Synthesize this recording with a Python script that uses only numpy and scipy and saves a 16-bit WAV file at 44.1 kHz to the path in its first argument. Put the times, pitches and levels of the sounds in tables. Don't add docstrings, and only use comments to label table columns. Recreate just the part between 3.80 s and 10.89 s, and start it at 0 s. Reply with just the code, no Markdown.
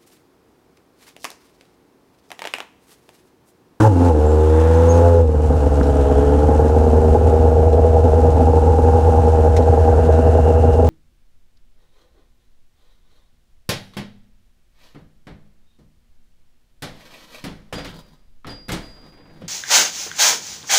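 import sys
import numpy as np
from scipy import signal
from scipy.fft import rfft, irfft
from scipy.io import wavfile
from scipy.ndimage import uniform_filter1d, minimum_filter1d

SR = 44100
rng = np.random.default_rng(int(sys.argv[2]) if len(sys.argv) > 2 else 0)


def wav_record(signal):
    frames = np.transpose(np.atleast_2d(signal))
    bounded = np.clip(frames, -1, 1)
    quanta = np.round(bounded * 32767).astype(np.int16)
    wavfile.write(sys.argv[1], SR, quanta)


N = 312669
TIME = np.arange(N) / SR
IDLE_HZ = 79.5


def from_db(db):
    return 10 ** (np.asarray(db) / 20)


def in_time(rows):
    s, *columns = np.transpose(rows)
    return [np.interp(TIME, s, c) for c in columns]


def moment(centre_s, half_length_s):
    return np.exp(-((TIME - centre_s) / half_length_s) ** 2)


def evened(x, size=8820):
    return x / np.sqrt(np.maximum(uniform_filter1d(x * x, size), 1e-14))


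def cut(x, hz, kind, order=4):
    return signal.sosfilt(signal.butter(order, hz, kind, fs=SR, output="sos"), x)


def resonate(x, modes):
    out = np.zeros(N)
    for hz, width, db in modes:
        r = np.exp(-np.pi * width / SR)
        zeros = np.array([1, 0, -1]) * (1 - r * r) / 2
        poles = [1, -2 * r * np.cos(2 * np.pi * hz / SR), r * r]
        out += from_db(db) * signal.lfilter(zeros, poles, x + 1e-18)
    return out


def coloured(x, spectrum, size=2048):
    hz, db = np.transpose(spectrum)
    grid = np.maximum(np.arange(size // 2 + 1) * SR / size, 1)
    gain = from_db(np.interp(np.log(grid), np.log(hz), db))
    cepstrum = irfft(np.log(gain))[:size // 2]
    response = irfft(np.exp(rfft(2 * cepstrum, size)))
    return signal.fftconvolve(x, response / np.linalg.norm(response))[:N]


def clicks(times, sizes):
    at = np.clip(times * SR, 0, N - 2)
    whole = at.astype(int)
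    early = np.bincount(whole, sizes * (1 - at + whole), N)
    return early + np.bincount(whole + 1, sizes * (at - whole), N)


def dying(x, decay_s):
    return signal.lfilter([1], [1, -np.exp(-1 / (decay_s * SR))], x + 1e-18)


def wander(hz):
    slow = cut(rng.standard_normal(N + SR), hz, "low", order=2)[SR:]
    return slow / np.std(slow)


# (time [s], firing rate [1/s])
SPEED = [(0, 109), (.07, 110), (.15, 86), (.27, 87.8), (.34, 74.9), (.6, 77.4), (1.27, 85.65),
         (1.42, 82.85), (1.5, 75.8), (1.75, 74.8), (2.05, 70.9), (2.35, 70.1), (2.6, 74.15), (3.0, 77.65),
         (3.5, 78.65), (4.2, 79.9), (4.9, 79.1), (5.25, 80.75), (5.6, 79.35), (6.3, 79.9), (7.09, 80.65)]
# (time [s], load [1 pulling, 0 throttle shut])
LOAD = [(0, 1), (1.41, 1), (1.49, .1), (7.09, 0)]


def crankshaft():
    load, speed = np.clip(in_time(LOAD)[0], 0, 1), in_time(SPEED)[0]
    count = np.cumsum(speed) / SR + .03 * (1 - load) * wander(7)
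    return load, speed, count


# (strength [dB], lateness [ms],
# flare of the bark [dB], flare of the honk [dB], flare of the blare [dB])
LOPE = [(2.5, 0, 1.5, 0, 3), (.5, .15, .5, 0, -5), (-.5, .08, -2, 0, -2), (-1, -.15, -1.5, 3, 1.5),
        (1.5, -.03, .5, -1, 1), (.5, .1, .5, 1, -3), (-.5, .02, -.5, 0, -.5), (0, -.15, .5, -1, 4.5)]
WEAK_SLOT, WEAK_CHANCE, STRAY_CHANCE = 2, .8, .02
STUMBLE_DB = -4


def firings(count, load, scatter_db=2.86, jitter_ms=0.18, loaded_roughness=0.53, next_share=0.047):
    number = np.arange(int(count[-1]))
    times = np.interp(number, count, TIME)
    pulling = np.interp(times, TIME, load)
    rough = 1 - (1 - loaded_roughness) * pulling
    slot = number % len(LOPE)
    lope_db, late_ms = np.array(LOPE)[slot].T[:2]
    chance = rng.standard_normal((len(number), 2))
    stumbles = rng.random(len(number)) < np.where(slot == WEAK_SLOT, WEAK_CHANCE, STRAY_CHANCE)
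    stumble_db = STUMBLE_DB * (1 - pulling) * (stumbles + next_share * np.roll(stumbles, 1))
    times = times + rough * (late_ms + jitter_ms * chance[:, 0]) / 1000
    return times, from_db(rough * (lope_db + scatter_db * chance[:, 1]) + stumble_db)


def flares(count, load):
    slots = np.arange(len(LOPE))
    out = []
    for flare_db in np.transpose(LOPE)[2:]:
        in_lope = np.interp(count - .5, slots, flare_db, period=len(LOPE))
        out.append((1 - load) * (1 + .35 * wander(3)) * in_lope)
    return out


# (time [s], sag [dB], recovery [s])
LIFTS = [(0.077, -4, 0.24), (1.417, -1, 0.36)]
LIFT_FALL_S = 0.0065


def throttle_sag():
    return sum(db * np.clip((TIME - s) / LIFT_FALL_S, 0, 1) * moment(s, recovery)
               for s, db, recovery in LIFTS)


# (time [s], half length [s], drone [dB], bark [dB], honk [dB], blare [dB], rasp and clatter [dB])
PULLING_SHIFTS = [(.0, 0.053, -3, -19, -10, -22, 4), (0.069, 0.051, -16, -13.5, -29, -14, -13.5),
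                  (0.235, 0.28, 4, 6.5, 6, 7.5, 2), (.305, 0.021, 1, 1, -15, 7, -0.5),
                  (0.937, 0.55, 2, 0.5, -8, 0, 0), (1.41, 0.15, -4, 0, -14, -4.5, -5.5)]
IDLE_SHIFTS = [(1.85, 0.13, -2.5, -0.77, 1.5, 1, 0.075), (2.25, .25, -4, 0.12, 5, 6, 0),
               (2.72, 0.26, 0.5, 1, -2.5, 4, 0.018), (4.05, 0.15, -1.5, 0.46, 2.5, -0.5, 0),
               (4.6, 0.11, 4, -1.5, 2, 2, 0.18), (4.93, 0.27, 1, -.5, -10, 2.5, 0),
               (5.35, 0.23, 0.5, -1.5, -2.5, 2.5, 0.6), (6.45, 0.19, 1, -0.24, 3, -3, 0)]


def shifting(rows):
    return sum(np.outer(db, moment(s, length)) for s, length, *db in rows)


def boom(count, times, sizes, load, waver_db=2.0, rumble_idle_db=-22, rumble_load_db=-30):
    waver = from_db(waver_db * (1 - .7 * load) * wander(24))
    swell = np.interp(TIME, times, sizes ** (1 / 4)) * waver
    turn = 2 * np.pi * (count - WEAK_SLOT - .5) / len(LOPE)
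    sway = (1 - load) * (.05 * np.cos(2 * turn) + .06 * np.cos(turn) + .04 * wander(10))
    tone = evened(swell * np.cos(2 * np.pi * (count + sway)))
    rumble = cut(rng.standard_normal(N), 270, "low", order=2)
    rumble = evened(cut(rumble, 76, "high", order=3))
    rumble_db = rumble_idle_db + (rumble_load_db - rumble_idle_db) * load
    return tone + from_db(rumble_db) * rumble


def collector(x, round_trip_s=0.004152, reflection=0.64):
    gap, g = np.zeros(int(round_trip_s * SR)), np.clip(reflection, 0, .7)
    return signal.lfilter(np.r_[g, gap, 1], np.r_[1, gap, g], x + 1e-18)


def pipe(fronts, puffs, load, idle_modes, load_modes, idle_top_hz, idle_turbulence, load_turbulence):
    idle = resonate(fronts + idle_turbulence * puffs, idle_modes)
    idle = cut(idle, idle_top_hz, "low", order=10)
    idle = evened(idle * from_db(.8 * wander(12)))
    loaded = evened(resonate(fronts + load_turbulence * puffs, load_modes))
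    return np.sqrt(1 - load) * idle + np.sqrt(load) * loaded


# (frequency [Hz], width [Hz], relative gain [dB])
DRONE_IDLE = [(121, 71, -2), (250.1, 15.5, 4)]
DRONE_LOAD = [(165.6, 11, 8.2), (256.6, 70, 10.8), (314, 7, 18)]


def drone(fronts, puffs, load):
    x = pipe(fronts, puffs, load, DRONE_IDLE, DRONE_LOAD,
             idle_top_hz=335, idle_turbulence=.036, load_turbulence=.02)
    return cut(cut(x, 349, "low"), 102.6, "high")


# (frequency [Hz], width [Hz], relative gain [dB])
BARK_IDLE = [(390, 8.6, -0.5), (469.4, 64, 8), (514, 36, -7)]
BARK_LOAD = [(386.6, 3.2, -9), (470.4, 30, -10.5), (493.3, 14, -11)]


def bark(fronts, puffs, load):
    x = pipe(fronts, puffs, load, BARK_IDLE, BARK_LOAD,
             idle_top_hz=560, idle_turbulence=.016, load_turbulence=.008)
    return cut(cut(x, 526, "low"), 396, "high", order=6)


# (frequency [Hz], width [Hz], relative gain [dB])
HONK_IDLE = [(638.7, 49, 0)]
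HONK_LOAD = [(675, 30, 0)]


def honk(fronts, puffs, load):
    x = pipe(fronts, puffs, load, HONK_IDLE, HONK_LOAD,
             idle_top_hz=780, idle_turbulence=.036, load_turbulence=.035)
    return cut(x, 583, "high", order=6)


# (frequency [Hz], width [Hz], relative gain [dB])
BLARE_IDLE = [(811, 40.5, 0)]
BLARE_LOAD = [(812, 30, -11), (846.6, 24, 4)]


def blare(fronts, puffs, load):
    x = pipe(fronts, puffs, load, BLARE_IDLE, BLARE_LOAD,
             idle_top_hz=980, idle_turbulence=.028, load_turbulence=.014)
    return cut(cut(x, 904, "low", order=8), 777, "high", order=6)


# (time [s], half length [s], frequency [Hz], gain [dB])
SINGING = [(.025, 0.037, 304, 13), (0.06, 0.048, 530, 13), (0.195, 0.16, 270, 6.5), (0.384, 0.02, 307, 16),
           (0.495, 0.24, 760, 9), (0.635, .06, 397, 2), (0.843, 0.099, 304, 1), (.88, 0.2, 404, -9),
           (1.246, .05, 171, -11), (1.264, 0.041, 685, 9.5), (1.365, 0.03, 406, 11), (2.252, 0.43, 618, 7),
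           (2.35, 0.26, 426, 10.5), (2.6, 0.44, 292, 5.5), (3.232, 0.31, 225, 8.5), (3.302, 0.37, 390, 6.5)]
SINGING_WIDTH_HZ = 22


def singing(notes):
    out = notes.copy()
    for s, length, hz, db in SINGING:
        added = from_db(db * moment(s, length)) - 1
        out += added * resonate(notes, [(hz, SINGING_WIDTH_HZ, 0)])
    return out


# (frequency [Hz], relative level [dB])
RASP = [(600, -30), (950, 7), (1150, -1.5), (1400, -1.5), (1680, -8), (1950, -18.5), (2400, -38)]


def rasp(pulses, fronts, load, idle_front=4.3, load_front=40.0, steady=0.62):
    jet = (dying(pulses, decay_s=0.034) + steady) * rng.standard_normal(N)
    front = (idle_front + load_front * load) * fronts
    return evened(cut(coloured(jet + front, RASP), 820, "high"))


# (frequency [Hz], relative level [dB])
CLATTER = [(1500, -2.5), (2050, 2), (2380, 1.5), (2770, 5), (3300, -2.5), (4000, -2), (4600, -4),
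           (5300, -2.5), (6800, -1.5), (8500, -4), (10500, -10), (13000, -18.5), (15500, -58)]


def clatter(times, whirr=0.62, second_valve=0.067, valve_lag_s=0.0058):
    sizes = from_db(2.8 * rng.standard_normal((len(times), 2)))
    ticks = clicks(times, sizes[:, 0])
    ticks = ticks + second_valve * clicks(times + valve_lag_s, sizes[:, 1])
    metal = (dying(ticks, decay_s=0.013) + whirr) * rng.standard_normal(N)
    return evened(cut(coloured(metal, CLATTER), 1800, "high", order=2))


# (time [s], frequency [Hz], width [Hz], level [dB], half length [s])
SQUEAKS_AND_RUSHES = [(.5, 7400, 300, -49, .05), (.97, 6300, 250, -53, .04), (1.108, 6530, 170, -33, .022),
                      (1.15, 6490, 100, -45, .05), (.88, 1720, 600, -42, .22), (.9, 3450, 700, -52, .38),
                      (2.35, 3064, 700, -51.5, .32), (2.5, 1350, 500, -40.5, .45),
                      (6.297, 1550, 380, -42.5, .61), (6.65, 2770, 260, -50, .48)]
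# (time [s], frequency [Hz], level [dB])
CHIRPS = [(1.664, 7400, -45), (1.945, 8160, -46), (2.11, 8600, -48), (2.155, 8750, -45.5),
          (2.225, 7700, -49), (2.385, 8400, -47), (2.455, 8200, -54)]
CHIRP_WIDTH_HZ, CHIRP_S = 670, 0.0036


def squeaks_and_rushes():
    out = np.zeros(N)
    chirps = [(s, hz, CHIRP_WIDTH_HZ, db, CHIRP_S) for s, hz, db in CHIRPS]
    for s, hz, width_hz, db, length in SQUEAKS_AND_RUSHES + chirps:
        mode = [(hz, width_hz, 0)]
        band = evened(resonate(resonate(rng.standard_normal(N), mode), mode))
        out += from_db(db) * moment(s, length) * band
    return out


# (time [s], strength [dB])
CLACKS = [(1.9947, -55), (2.031, -38.5), (2.076, -54), (2.878, -46), (3.929, -42), (5.57, -49),
          (5.765, -28), (5.823, -42), (6.25, -42), (6.324, -40), (6.35, -47), (6.93, -42), (7.069, -39)]
# (frequency [Hz], relative level [dB])
CLACK_COLOUR = [(900, -23), (1600, 8.5), (2800, 3), (3400, 3), (4100, 5.5), (4600, -3), (5400, 5),
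                (8000, -4), (14000, -19)]


def clacks():
    when, db = np.transpose(CLACKS)
    bursts = dying(clicks(when, from_db(db)), decay_s=0.013) * rng.standard_normal(N)
    return coloured(bursts, CLACK_COLOUR)


# (frequency [Hz], width [Hz], relative gain [dB])
CLUNK_MODES = [(202, 85, 7.5), (1300, 600, -16)]
CLUNK_S, CLUNK_DB = 2.012, 26.5


def clunk(top_hz=1600):
    knock = clicks(np.array([CLUNK_S]), np.array([from_db(CLUNK_DB)]))
    return cut(resonate(knock, CLUNK_MODES), top_hz, "low", order=6)


# (time [s], half length [s], level [dB])
HEAD_TURNS = [(3.93, 0.33, -2.5), (7.0, 0.42, -1.5)]


def head_shadow():
    return sum(db * moment(s, length) for s, length, db in HEAD_TURNS)


# (level at idle [dB],
# level under load [dB], share of the sag [ratio], rise with speed above idle [dB per firing/s])
BOOM = (-9.5, -9.5, 0.9, 0.23)
DRONE = (-20.5, -20.5, 1.1, 0.67)
BARK = (-12.5, -11.5, 5.5, 0.6255)
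HONK = (-21.5, -29, 4, 0.89)
BLARE = (-19.5, -23.5, 4.5, 1.08)
JET = (-33.5, -31, 2.9, 0.7)
VALVES = (-44, -42, 2, 0.6158)
LUG_DRONE_DB, LUG_NOISE_DB = 1.3, 0.75


def scene():
    load, speed, count = crankshaft()
    sag_db, shadow_db = throttle_sag(), head_shadow()
    lug = (1 - load) * np.maximum(IDLE_HZ - speed, 0)
    drone_db, bark_db, honk_db, blare_db, noise_db = shifting(PULLING_SHIFTS) + shifting(IDLE_SHIFTS)
    bark_flare_db, honk_flare_db, blare_flare_db = flares(count, load)
    drone_db = drone_db + LUG_DRONE_DB * lug
    bark_db = bark_db + bark_flare_db
    honk_db = honk_db + honk_flare_db
    blare_db = blare_db + blare_flare_db + shadow_db
    noise_db = noise_db + LUG_NOISE_DB * lug + shadow_db

    def level(voice, extra_db=0):
        idle_db, load_db, sag_share, speed_db = voice
        engine_db = idle_db + (load_db - idle_db) * load + speed_db * (speed - IDLE_HZ)
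        return from_db(engine_db + sag_share * sag_db + extra_db)

    times, sizes = firings(count, load)
    pulses = clicks(times, sizes)
    fronts = collector(pulses)
    puffs = dying(pulses, decay_s=.009) * rng.standard_normal(N)
    notes = (level(DRONE, drone_db) * drone(fronts, puffs, load)
             + level(BARK, bark_db) * bark(fronts, puffs, load)
             + level(HONK, honk_db) * honk(fronts, puffs, load)
             + level(BLARE, blare_db) * blare(fronts, puffs, load))
    exhaust = level(BOOM) * boom(count, times, sizes, load) + singing(notes)
    exhaust = exhaust + level(JET, noise_db) * rasp(pulses, fronts, load)
    engine = exhaust + level(VALVES, noise_db) * clatter(times)
    at_rider = from_db(-2.85) * engine
    return (at_rider + squeaks_and_rushes() + clacks() + clunk())[None]


CUTOFF_HZ = 15700


def record(dry, size=221):
    needed = np.minimum(1, .86 / (np.abs(dry) + 1e-9))
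    limiter = uniform_filter1d(minimum_filter1d(needed, 2 * size), size)
    fade_in = np.minimum(1, np.arange(N) / size)
    steep = signal.ellip(10, .1, 80, CUTOFF_HZ, fs=SR, output="sos")
    return signal.sosfilt(steep, dry * limiter * fade_in)


dry = scene()
out = record(dry)
wav_record(out)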